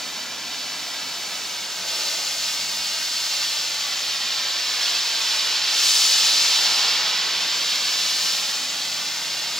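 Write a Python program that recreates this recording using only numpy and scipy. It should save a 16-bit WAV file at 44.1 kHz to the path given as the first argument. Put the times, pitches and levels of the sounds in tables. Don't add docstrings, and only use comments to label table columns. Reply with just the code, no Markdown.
import sys
import numpy as np
from scipy import signal
from scipy.fft import rfft, irfft, next_fast_len
from scipy.io import wavfile
from scipy.ndimage import uniform_filter1d, map_coordinates

SR = 44100
rng = np.random.default_rng(int(sys.argv[2]) if len(sys.argv) > 2 else 0)


def bounce(signal):
    frames = np.transpose(np.atleast_2d(signal))
    limited = np.clip(frames, -1, 1)
    pcm = np.round(limited * 32767).astype(np.int16)
    wavfile.write(sys.argv[1], SR, pcm)


N = 422919
TIME = np.arange(N) / SR
SIZE = next_fast_len(N)
FREQ = np.maximum(np.arange(SIZE // 2 + 1) * SR / SIZE, 1)

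# t/s, distance/m
SWING = [(0, 2.81), (1.3, 2.7), (2.1, 2.4), (2.8, 2.52), (3.3, 2.47), (4.4, 1.93), (5.6, 1.17), (6.05, .92),
         (6.9, 1.14), (7.7, 1.6), (9.3, 2.48)]


def amp(db):
    return 10 ** (np.asarray(db) / 20)


def unit(x):
    return x / np.sqrt(np.mean(x ** 2))


def curves(table):
    times, *columns = np.transpose(table)
    return [np.interp(TIME, times, column) for column in columns]


def across(points):
    hz, value = np.transpose(points)
    return np.interp(np.log(FREQ), np.log(hz), value)


def shape(x, gain):
    return irfft(rfft(x, SIZE) * gain, SIZE)[..., :N]


def below(hz, order):
    return (1 + (FREQ / hz) ** (2 * order)) ** -.5


def above(hz, order):
    return (1 + (hz / FREQ) ** (2 * order)) ** -.5


def noise(gain):
    return unit(shape(rng.standard_normal(N), gain))


def walk(rate_hz):
    hold = max(int(SR / rate_hz), 1)
    steps = rng.standard_normal(N)[np.arange(N) // hold]
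    return unit(uniform_filter1d(uniform_filter1d(steps, hold), hold))


def delayed(x, lag_ms):
    place = np.arange(N) - lag_ms * SR / 1000
    return map_coordinates(x, [place], order=3, mode="wrap")


def aim(usual_level_db=-26, usual_bright_db=-15.5):
    # t/s, hiss level/dB, brightness (top treble against hiss)/dB
    jet_moves = [(0.05, -32.5, -12.5), (0.34, -33, -14), (0.52, -31.5, -14.5), (1.79, -31, -12),
                 (2.01, -25.5, -12), (2.19, -27.5, -11.5), (2.54, -26.5, -11.5), (2.56, -28, -11.5),
                 (3.49, -25, -14), (3.78, -27, -14.5), (4.55, -25, -18.5), (4.63, -26, -16.5),
                 (4.86, -23, -17.5), (5.05, -24, -17.5), (5.37, -23, -16.5), (5.63, -23, -20.5),
                 (5.89, -18.5, -10.5), (6.79, -19.5, -19), (7.03, -22, -22), (7.35, -24, -20),
                 (8.25, -23, -13.5), (8.62, -27.5, -13), (9.55, -28, -15)]
    level_db, bright_db = curves(jet_moves)
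    distance_m, = curves(SWING)
    loud = level_db - usual_level_db
    bright = bright_db - usual_bright_db
    near = 20 * np.log10(distance_m.mean() / distance_m)
    roar = -.61 * loud - .23 * bright + .19 * near
    edge = .57 * bright
    sizzle = bright + .052 * near
    air = .65 * bright - .33 * near
    return level_db, roar, edge, sizzle, air


def jet(eddy_db=.39, eddy_rate_hz=45, grit_db=2, pivot_hz=4100, beaming=.026):
    # f/Hz, relative level/dB
    plume_eq = [(180, -46), (300, -14.5), (397, -16), (932, -8), (1950, -5.5), (3600, -2.5), (4680, -32),
                (7920, -120)]
    # f/Hz, relative level/dB
    nozzle_eq = [(1400, -10), (2000, 1), (2600, -3.5), (3500, -1), (4900, 0.5), (6200, -5.5), (7200, -6),
                 (8000, -14.5), (8900, -20.5), (10100, -17), (11400, -29.5), (12300, -24), (13800, -22.5),
                 (15800, -24)]
    hiss_hz, edge_hz, sizzle_hz, air_hz = 2600, 5800, 7800, 11000
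    level_db, roar_aim, edge_aim, sizzle_aim, air_aim = aim()
    nozzle = amp(across(nozzle_eq))
    roar = noise(amp(across(plume_eq)) * above(380, order=2) * below(hiss_hz, order=10))
    hiss = noise(nozzle * above(hiss_hz, order=10) * below(edge_hz, order=20))
    facing = edge_aim - roar_aim
    tilt = above(pivot_hz, order=5) - below(pivot_hz, order=5)
    hiss = hiss + beaming * facing * shape(hiss, tilt)
    edge = noise(nozzle * above(edge_hz, order=20) * below(sizzle_hz, order=40))
    grit = rng.standard_normal(N) * amp(grit_db * rng.standard_normal(N))
    sizzle = unit(shape(grit, nozzle * above(sizzle_hz, order=40) * below(air_hz, order=40)))
    air = unit(shape(grit, nozzle * above(air_hz, order=40)))
    bands = [(roar, roar_aim - 9), (hiss, -.44), (edge, edge_aim - 9),
             (sizzle, sizzle_aim - 18.5), (air, air_aim - 16.5)]
    return amp(level_db) * sum(band * amp(db + eddy_db * walk(eddy_rate_hz)) for band, db in bands)


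def echo_paths(nozzle_height_m=1.2, mic_height_m=1.4, sound_m_s=343, falloff=1.15):
    direct_m, = curves(SWING)
    bounced_m = np.sqrt(direct_m ** 2 + 4 * nozzle_height_m * mic_height_m)
    paving_ms = 1000 * (bounced_m - direct_m) / sound_m_s
    fence_ms = 17.2 - 2.7 * direct_m
    echo_gain = amp(-3) * (direct_m / bounced_m) ** falloff
    return paving_ms, fence_ms, echo_gain


def reflections(x, corner_ms=3.5):
    paving_ms, fence_ms, echo_gain = echo_paths()
    dulled = shape(x, below(8000, order=1))
    paving = delayed(shape(dulled, above(900, order=1)), paving_ms)
    fence = amp(-5) * delayed(dulled, fence_ms)
    corner = amp(-7) * delayed(dulled, fence_ms + corner_ms)
    arm = amp(-15) * delayed(x, .44 * paving_ms)
    return (x + arm + echo_gain * (paving + fence + corner)) / np.hypot(1, echo_gain)


def fence_tail(x, t60_s=.07, send_db=-12.5, width=.45):
    _, fence_ms, _ = echo_paths()
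    mid, side = rng.standard_normal((2, N)) * amp(-60 * TIME / t60_s)
    tail = mid + width * np.array([side, -side])
    tail /= np.sqrt(np.sum(tail ** 2, axis=1, keepdims=True))
    colour = above(1200, order=1) * below(11000, order=1)
    return amp(send_db) * shape(delayed(x, fence_ms), rfft(tail, SIZE) * colour)


def engine(start_s, length_s, hz, db, climb, fade_s=.11, waver=.0078, flutter_db=.5):
    age = TIME - start_s
    pitch = hz * (1 + climb * (age / length_s - .5)) * (1 + waver * walk(rate_hz=16))
    note = np.sqrt(2) * np.sin(2 * np.pi * np.cumsum(pitch) / SR)
    fade = np.clip(np.minimum(age, length_s - age) / fade_s, 0, 1)
    return fade * amp(db + flutter_db * walk(rate_hz=6)) * note


def traffic(swell_db=1.1, width=.39):
    # start t/s, length/s, middle f/Hz, rms level/dB
    cars = [(-.3, 1.5, 252, -57.5), (.3, 1.5, 171, -65), (1.6, 1.4, 191, -61), (1.75, 1.2, 102, -63),
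            (3.1, 1.4, 143, -65), (6.1, 3.8, 179, -60.5), (8.5, .9, 275, -59), (8.8, 1.1, 146, -62)]
    # f/Hz, relative level/dB
    town_eq = [(20, -27), (35, -19), (48, -8.5), (75, -8), (110, -6.5), (170, 2.5), (260, 2.5), (400, 0),
               (900, 4), (3000, -25.5)]
    # t/s, level/dB
    town_fader = [(0, -46), (2, -47.5), (3, -48), (6, -49.5), (7.1, -47), (9.59, -45)]
    pulling_away = sum(engine(*car, climb=.13) for car in cars)
    idling = engine(start_s=0, length_s=5.6, hz=100, db=-70, climb=0)
    town_db, = curves(town_fader)
    colour = amp(across(town_eq))
    mid = noise(colour)
    side = width * shape(noise(colour), above(60, order=2))
    rumble = amp(town_db + swell_db * walk(rate_hz=3)) * (mid + np.array([side, -side]))
    return pulling_away + idling + rumble


def billows():
    # peak t/s, half length/s, centre f/Hz, level/dB
    swells = [(2.03, 0.38, 615, -42), (6.844, 0.33, 1000, -35.5)]
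    plume = np.zeros(N)
    for peak_s, half_s, hz, db in swells:
        envelope = amp(db) * np.exp(-((TIME - peak_s) / half_s) ** 2)
        plume += envelope * noise(above(hz, order=2) * below(hz, order=2))
    return plume


def spits():
    # t/s, level/dB, decay/s
    crumbs = [(5.856, -23, .004), (7.758, -27, .0015)]
    envelope = sum(amp(db) * (TIME >= start_s) * np.exp(-np.abs(TIME - start_s) / decay_s)
                   for start_s, db, decay_s in crumbs)
    return envelope * noise(above(2500, order=3) * below(7000, order=2))


def scene():
    # f/Hz, side level against mid/dB
    side_eq = [(300, -12), (1000, -14), (2000, -20), (5000, -16), (6300, -11), (7300, -12), (8800, -7),
               (10000, -14), (11600, -4), (13000, -7), (15700, -12)]
    burn = amp(.25 * walk(rate_hz=35))
    grenade = burn * jet() + billows() + spits()
    side = burn * shape(jet(), amp(across(side_eq)))
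    return reflections(grenade) + np.array([side, -side]) + fence_tail(grenade) + traffic()


def record(dry, top_hz=15750):
    # f/Hz, level/dB, phase lead/rad
    port_balance = [(60, -0.8, -0.05), (200, -2.9, -0.1), (700, -3.4, 0.18), (1900, -0.3, 0.03),
                    (3300, -4.3, 0.23), (4700, 0.2, 0.52), (5450, -0.5, 0.79), (6300, 8.5, 0.42),
                    (7000, 6.4, -0.48), (8100, -1.2, -0.79), (9500, -1.6, -0.1), (11500, 0.9, 0.14),
                    (14000, 1.6, -0.06), (15700, 0.2, -0.0)]
    hz, balance_db, lead = np.transpose(port_balance)
    left = amp(across(np.c_[hz, balance_db]) / 2) * np.exp(.5j * across(np.c_[hz, lead]))
    ports = np.array([left, 1 / left])
    ports /= np.abs(ports.mean(axis=0))
    high_cut = signal.ellip(12, .1, 90, top_hz, fs=SR, output="sos")
    return signal.sosfilt(high_cut, shape(dry, ports))


dry = scene()
out = record(dry)
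bounce(out)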